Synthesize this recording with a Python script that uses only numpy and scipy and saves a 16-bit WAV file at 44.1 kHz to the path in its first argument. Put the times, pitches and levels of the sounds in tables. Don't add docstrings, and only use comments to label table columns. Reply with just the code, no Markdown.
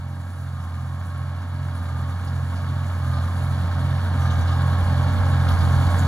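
import sys
import numpy as np
from scipy import signal
from scipy.fft import rfft, irfft, next_fast_len
from scipy.io import wavfile
from scipy.ndimage import map_coordinates

SR = 44100
rng = np.random.default_rng(int(sys.argv[2]) if len(sys.argv) > 2 else 0)


def dump_mix(stems):
    frames = np.atleast_2d(stems).T
    limited = np.clip(frames, -1, 1)
    pcm = np.round(limited * 32767).astype(np.int16)
    wavfile.write(sys.argv[1], SR, pcm)


N = 267687

FREE_RPM = 1806.3
PRESS_S = .185
FEED_AFTER_S, FEED_S, FEED_SAG_RPM = .5, .19, 35.92

# (time [s], speed sag [rpm], gear song re clatter [dB])
PLUNGER_STROKES = [(-.51, 74, -6), (.707, 75.76, -4.5), (1.927, 71.94, -5.5), (3.148, 75.22, -4),
                   (4.368, 82.1, -3.5), (5.586, 67.95, -10)]


def engine_speed():
    sag_rpm = 0
    for time_s, stroke_rpm, _ in PLUNGER_STROKES:
        sag_rpm += stroke_rpm * swell(time_s, PRESS_S)
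        sag_rpm += FEED_SAG_RPM * swell(time_s + FEED_AFTER_S, FEED_S)
    return FREE_RPM - sag_rpm


# (multiple of the four-stroke cycle [-], nominal level re firing line [dB])
EXHAUST_LINES = [(4, -35), (5, -33.5), (6, 0.5), (7, -24.5), (8, -25), (9, -9), (11, -24), (12, -25.5),
                 (15, -25.5), (18, -33.5), (20, -31.5), (23, -42.5)]
# (blade passes per cycle [-], level re firing line [dB])
FAN_LINES = [(8.82, -8.5), (17.64, -26), (35.28, -40)]


def drone(cycle, drone_db, fan_lead_turns=0.32, shake=0.015, line_fade_db=1.5):
    turn = 2 * np.pi * cycle
    pipe = 0
    for multiple, db in EXHAUST_LINES:
        steady = round(multiple) in (6, 9)
        fade_db = 0 if steady else line_fade_db * wobble(5)
        pipe += amp(db + fade_db) * np.sin(round(multiple) * turn)
    fan = sum(amp(db) * np.sin(passes * turn + 2 * np.pi * fan_lead_turns) for passes, db in FAN_LINES)
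    return np.sqrt(2) * amp(drone_db) * (pipe + fan) * (1 + shake * wobble(15))


# (frequency [Hz], relative density [dB per Hz])
PUFF_SPECTRUM = [(20, -34), (30, -27), (45, -16), (70, -5), (110, 1), (180, 0.5), (260, -3), (310, -10.5),
                 (390, -24.5), (700, -50)]


def puffs(cycle, puff_db, depth=0.56, gust_db=0.4):
    gas = noise() * (1 + depth * np.cos(2 * np.pi * 6 * cycle))
    jet = filtered(gas, spectrum(PUFF_SPECTRUM))
    return amp(puff_db) * unit(amp(gust_db * wobble(10)) * jet)


# (frequency [Hz], relative density [dB per Hz])
BLOCK_SPECTRUM = [(150, -22), (390, -8), (530, -1), (780, 1), (1000, 0.5), (1400, 1.5), (1680, -1),
                  (1850, -4.5), (2020, -13.5), (2130, -6.5), (2400, -7.5), (2650, -10.5), (3400, -17.5),
                  (5200, -19.5), (16000, -59)]
# (frequency [Hz], width [Hz], level re block [dB])
PANEL_MODES = [(792, 24, -8.5), (1055, 11, -6.5), (1638, 27, -8)]


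def clatter(cycle, load, clatter_db, loose_db=0.0, repeat_db=-15.5, drift_rad=0.73):
    blend_rad = drift_rad * wobble(1.56)
    strikes = amp(loose_db + .5 * load) * noise()
    ticks = np.cos(blend_rad) * valve_pattern(cycle) + np.sin(blend_rad) * valve_pattern(cycle)
    strikes[0] += amp(repeat_db) * ticks
    strikes *= knocks(cycle)
    strikes[0] += gear_whine(cycle)
    body = spectrum(BLOCK_SPECTRUM, PANEL_MODES)
    return amp(clatter_db) * unit(ground_dip(filtered(strikes, body)))


def valve_pattern(cycle, size=8192):
    lines = np.exp(2j * np.pi * rng.random(size // 2 + 1))
    lines /= np.hypot(1, (np.arange(len(lines)) / 170) ** 2)
    return unit(np.interp(cycle % 1, np.arange(size) / size, irfft(lines), period=1))


CYLINDER_KNOCKS = [1.3, .95, .55, .85, .3, .35]


def knocks(cycle, knock_s=0.003):
    count = len(CYLINDER_KNOCKS)
    firing, part = np.divmod(count * cycle, 1)
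    since_s = part / np.gradient(count * cycle) / SR
    strength = np.take(CYLINDER_KNOCKS, firing.astype(int), mode="wrap") * amp(2.5 * wobble(90))
    return unit(1 + strength * np.exp(-since_s / knock_s))


# (multiple of the cycle [-], nominal level re loose knocks [dB])
GEAR_LINES = [(30, -31), (33, -31), (36, -29), (37, -35), (39, -34), (40, -22.5), (42, -34.5), (44, -31),
              (48, -30), (50, -27), (52, -30), (53, -36), (54, -26.5), (55, -35), (58, -28), (59, -29.5),
              (62, -26), (63, -27.5), (66, -31.5), (69, -31.5), (71, -27.5), (72, -25.5), (74, -28.5),
              (75, -24.5), (82, -28), (84, -32.5), (86, -31), (87, -27), (90, -33.5), (93, -36),
              (108, -27.5), (111, -27), (117, -30)]


def gear_whine(cycle, fade_db=2.5, fade_rate_hz=2.96, backlash_cycles=0.001):
    whine = 0
    for multiple, db in GEAR_LINES:
        shaken = cycle + backlash_cycles * wobble(22)
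        tone = np.sin(2 * np.pi * (round(multiple) * shaken + rng.random()))
        whine += amp(db + fade_db * wobble(fade_rate_hz)) * tone
    return np.sqrt(2) * whine


def ground_dip(x, dip_hz=520, width_hz=520, far=.3, near=-.15):
    return x - np.linspace(far, near, N) * filtered(x, lambda f: resonance(f, dip_hz, width_hz))


# (time [s], level re clatter [dB])
BUZZ_SPELLS = [(0, -22), (.42, -26), (.6, -10), (1, -16), (1.22, -5), (1.5, -20), (1.95, -11), (2.3, -13),
               (4.2, -22), (4.4, -10), (4.88, -8), (5.2, -14), (5.5, -13), (5.98, -10), (6.07, -6)]


def buzz(clatter_db, ring_hz=1103, waver_hz=5, flutter_db=2):
    turn = 2 * np.pi * np.cumsum(ring_hz + waver_hz * wobble(25)) / SR
    return amp(clatter_db + curves(BUZZ_SPELLS)) * unit(np.sin(turn) * amp(flutter_db * wobble(14)))


def driveline(clatter_db, ring_hz=1210, width_hz=32):
    press = sum(amp(db) * swell(time_s, PRESS_S) for time_s, _, db in PLUNGER_STROKES)
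    song = filtered(noise(), lambda f: resonance(f, ring_hz, width_hz) ** 2)
    return amp(clatter_db) * press * unit(song)


# (frequency [Hz], relative density [dB per Hz])
GROUND_SPECTRUM = [(18, -38), (28, -17), (42, 7), (55, 11.5), (75, 22), (110, 2), (180, 14), (350, -51)]
# (time [s], level re steady rolling [dB])
WHEEL_RUTS = [(2.27, 6), (4.16, 3)]


def rolling(rolling_db, bump_db=2.5, rut_s=0.071):
    bumps = noise() * amp(bump_db * wobble(11))
    rut_db = sum(db * swell(time_s, rut_s) for time_s, db in WHEEL_RUTS)
    return amp(rolling_db + rut_db) * unit(filtered(bumps, spectrum(GROUND_SPECTRUM)))


# (frequency [Hz], relative density [dB per Hz])
STALK_SPECTRUM = [(800, -20), (2600, -12), (4000, -4), (5300, -9), (6300, -3.5), (7000, -.5), (7600, .3),
                  (8200, -1.5), (8700, 0), (9400, -.5), (10700, -4), (12300, -3), (14300, -10.5),
                  (16000, -10)]
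# (frequency [Hz], width [Hz], level re rustle [dB])
TINE_MODES = [(4980, 120, -7), (6000, 200, -6), (6850, 90, -7), (7030, 50, -4), (7300, 200, -12),
              (11800, 80, -9)]
# (time [s], level [dB])
WINDROW_LEVEL = [(0, 0.5), (.35, 3), (1.1, 1.5), (1.4, -0.5), (1.8, 1.5), (2.7, 0), (3.1, 2), (3.45, 1.5),
                 (3.7, -0.5), (4.4, -0.5), (5.2, -0.8), (5.55, 0.5), (6.07, 1.5)]


def hay(hay_db, grain_db=1.2, clump_db=1.23, snaps_db=-15, snap_rate_hz=220):
    rustle = unit(noise() * amp(grain_db * wobble(1400) + clump_db * wobble(45)))
    snaps = (rng.random(N) < snap_rate_hz / SR) * noise()
    ringing = steel_ring(rustle + amp(snaps_db) * unit(snaps))
    combed = filtered(ringing, spectrum(STALK_SPECTRUM, TINE_MODES))
    return amp(hay_db + curves(WINDROW_LEVEL)) * unit(combed)


# (frequency [Hz], relative density [dB per Hz])
STEEL_SPECTRUM = [(1200, -25), (2200, -7), (2600, -12), (2950, -5), (3250, 2), (3500, 0), (3900, -3),
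                  (4450, -2), (4750, -9), (5300, -18), (6400, -20), (12000, -35)]


def chains(chain_db, link_db=2.0, slap_db=0.9):
    ticks = noise() * amp(link_db * wobble(500) + slap_db * wobble(45))
    return amp(chain_db) * unit(filtered(steel_ring(ticks), spectrum(STEEL_SPECTRUM)))


# (time [s], level before attack and
# decay [dB], ring [Hz], width [Hz], attack [s], t60 [s])
STEEL_RATTLES = [(.315, -56, 9500, 4000, .005, .2), (.61, -56, 6000, 3000, .005, .15),
                 (.79, -58, 6000, 1500, .003, .1), (1.05, -48, 9000, 4500, .012, .22),
                 (1.17, -54, 9500, 4000, .005, .15), (1.745, -48, 9900, 2500, .006, .17),
                 (2.245, -47, 9000, 7000, .003, .1), (2.27, -44, 4500, 3000, .006, .14),
                 (2.516, -35, 980, 1100, 0.0044, 0.19), (2.555, -45, 4300, 3000, .006, .25),
                 (2.861, -47, 6500, 3000, .003, .12), (3.13, -43, 4100, 1300, .005, 0.18),
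                 (3.165, -48, 4000, 1800, .005, .2), (3.415, -46, 10200, 4000, .012, .26),
                 (3.51, -54, 10000, 4000, .003, .12), (4.20, -52, 6050, 900, .015, .9),
                 (4.298, -38, 3400, 1300, 0.0046, 0.22), (4.305, -47, 6000, 3000, .004, .2),
                 (4.41, -51, 6000, 700, 0.0047, 0.16), (4.47, -35, 3470, 1600, .009, .2),
                 (4.515, -44, 3900, 2500, .004, .2), (4.82, -37, 1200, 1200, .004, .12),
                 (4.84, -45, 9000, 4000, .005, .13), (5.484, -30.5, 3360, 2000, 0.0022, 0.083),
                 (5.484, -42, 10000, 6000, .005, .22), (5.505, -29, 1200, 1100, 0.0044, 0.18),
                 (5.518, -34, 3800, 3000, .001, 0.051), (5.586, -42, 4700, 900, .002, .08),
                 (5.608, -41, 4650, 700, .002, .1), (5.715, -41, 6600, 4500, 0.0036, 0.11),
                 (5.968, -31, 1120, 1000, .003, 0.12), (5.972, -42, 4400, 900, .002, .15),
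                 (5.982, -35, 7200, 1500, .007, 0.15), (5.984, -39, 10500, 4000, .005, .15)]


def rattles(jolt_db=1.5):
    out = np.zeros((2, N + SR))
    t = np.arange(SR // 2) / SR
    f = np.fft.rfftfreq(len(t), 1 / SR)
    jolts = steel_ring(noise() * amp(jolt_db * wobble(900)))
    jolts = np.pad(jolts, [(0, 0), (0, SR)], mode="wrap")
    for time_s, db, ring_hz, width_hz, attack_s, t60_s in STEEL_RATTLES:
        start = round(time_s * SR)
        span = slice(start, start + len(t))
        band = resonance(f, ring_hz, width_hz) ** 2
        chatter = unit(irfft(rfft(jolts[:, span]) * band, len(t)))
        out[:, span] += chatter * amp(db - 60 * t / t60_s) * (1 - np.exp(-t / attack_s))
    return out[:, :N]


def steel_ring(x, t60_s=.07, ring_db=-10):
    t = np.arange(SR // 8) / SR
    tail = rng.standard_normal(len(t)) * amp(-60 * t / t60_s)
    tail /= np.linalg.norm(tail)
    return x + amp(ring_db) * signal.fftconvolve(x, tail[None], axes=1)[:, :N]


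# (frequency [Hz], relative density [dB per Hz])
BUFFET_SPECTRUM = [(18, -40), (30, -22), (55, 4), (90, 1.5), (140, 4), (220, -13), (350, -31), (600, -45),
                   (1500, -60), (4000, -100)]
# (time [s], level re wind_db [dB])
BREEZE_GUSTS = [(0, -30), (3.3, -15), (3.55, -10), (4, -10), (4.2, -12), (4.3, -10), (4.39, 5), (4.49, -13),
                (5.08, -7), (5.2, 4.5), (5.35, -8), (5.52, 5), (5.82, 0), (6.07, -2)]


def wind(wind_db=-33.0, lump_db=1.0):
    eddies = filtered(noise(), spectrum(BUFFET_SPECTRUM))
    lumps = amp(lump_db * np.array([wobble(15), wobble(16)]))
    return amp(wind_db + curves(BREEZE_GUSTS)) * unit(eddies * lumps)


# (frequency [Hz], likeness [0-1], left phase lead [rad], left minus right [dB])
PORT_PAIR = [(30, .95, 0, 0), (85, .99, .08, -1.6), (135, .99, .12, -1.4), (280, .99, 0, 1.8),
             (400, .99, 0, -.7), (620, .94, .1, -7), (860, .93, .6, -3), (1200, .91, .25, 0),
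             (1850, .94, .5, -1), (2250, .9, 1.8, -4), (2560, .9, 2.7, 0), (2800, .83, 1.7, -1),
             (3300, .82, 2.15, 0), (4150, .74, 1.1, -1.7), (5000, .75, 2, 0), (6000, .75, .3, -1),
             (7000, .8, -1.1, 0), (7900, .92, -2.8, 0), (8700, .92, -3.2, 0), (10500, .89, -6.2, 0),
             (15500, .89, -12.5, 0)]


def ports(pair):
    m = next_fast_len(N + SR // 4)
    alike, lead_rad, tilt_db = along(PORT_PAIR, np.fft.rfftfreq(m, 1 / SR))
    spread_rad = np.arccos(np.clip(alike, 0, 1)) / 2
    direct, scatter = rfft(pair, m)
    side = np.array([[1], [-1]])
    both = direct * np.cos(spread_rad) + side * scatter * np.sin(spread_rad)
    both = both * amp(side * tilt_db / 2) * np.exp(.5j * side * lead_rad)
    return irfft(both, m)[:, :N]


# (time [s], level [dB])
APPROACH_LEVEL = [(0, -7), (1.5, -3.5), (3, 0), (4.6, 4), (6.07, 6.5)]


def level(layer, load):
    base_db, growth, load_db = layer
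    return base_db + growth * curves(APPROACH_LEVEL) + load_db * load


def amp(db):
    return 10 ** (np.asarray(db) / 20)


def unit(x):
    return x / np.sqrt(np.mean(x ** 2) + 1e-20)


def along(points, hz):
    f, *cols = np.transpose(points)
    return np.squeeze([np.interp(np.log(hz + 1), np.log(f + 1), c) for c in cols])


def curves(rows):
    s, *cols = np.transpose(rows)
    return np.squeeze([np.interp(np.arange(N) / SR, s, c) for c in cols])


def wobble(rate_hz):
    knots = rng.standard_normal(int(N * rate_hz / SR) + 4)
    return map_coordinates(knots, [np.arange(N) * rate_hz / SR])


def swell(centre_s, length_s):
    return np.exp(-((np.arange(N) / SR - centre_s) / length_s) ** 2)


def noise():
    return rng.standard_normal((2, N))


def filtered(x, response):
    m = next_fast_len(N + SR // 4)
    return irfft(rfft(x, m) * response(np.fft.rfftfreq(m, 1 / SR)), m)[..., :N]


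def resonance(f, centre_hz, width_hz):
    return 1j * f * width_hz / (centre_hz ** 2 - f ** 2 + 1j * f * width_hz)


def spectrum(points, modes=()):
    def response(f):
        ringing = sum(amp(db) * resonance(f, hz, width_hz) for hz, width_hz, db in modes)
        return amp(along(points, f)) * (1 + ringing)
    return response


# (level at mid approach, unloaded [dB], multiple of approach swell [-], extra at full load [dB])
DRONE_LAYER = (-25, 1, 0.89)
PUFF_LAYER = (-37.5, 0.94, 0.17)
CLATTER_LAYER = (-39, 1, 0.12)
ROLLING_LAYER = (-44.5, 2.24, 0.3)
CHAIN_LAYER = (-52, 1.22, 0.68)
HAY_LAYER = (-54, 1, 0.53)


def scene():
    rpm = engine_speed()
    cycle = np.cumsum(rpm) / (120 * SR)
    load = (rpm.max() - rpm) / np.ptp(rpm)
    clatter_db = level(CLATTER_LAYER, load)
    tractor = puffs(cycle, level(PUFF_LAYER, load))
    tractor += clatter(cycle, load, clatter_db)
    tractor += rolling(level(ROLLING_LAYER, load))
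    tractor[0] += drone(cycle, level(DRONE_LAYER, load)) + buzz(clatter_db)
    baler = driveline(clatter_db) + hay(level(HAY_LAYER, load))
    baler += chains(level(CHAIN_LAYER, load)) + rattles()
    return ports(tractor + baler) + wind()


def record(dry, dip_hz=2560, dip_width_hz=220, dip_depth=.75, top_hz=15750):
    def response(f):
        dip = 1 - dip_depth * resonance(f, dip_hz, dip_width_hz)
        return dip * (f < top_hz)
    return filtered(dry, response)


dry = scene()
out = record(dry)
dump_mix(out)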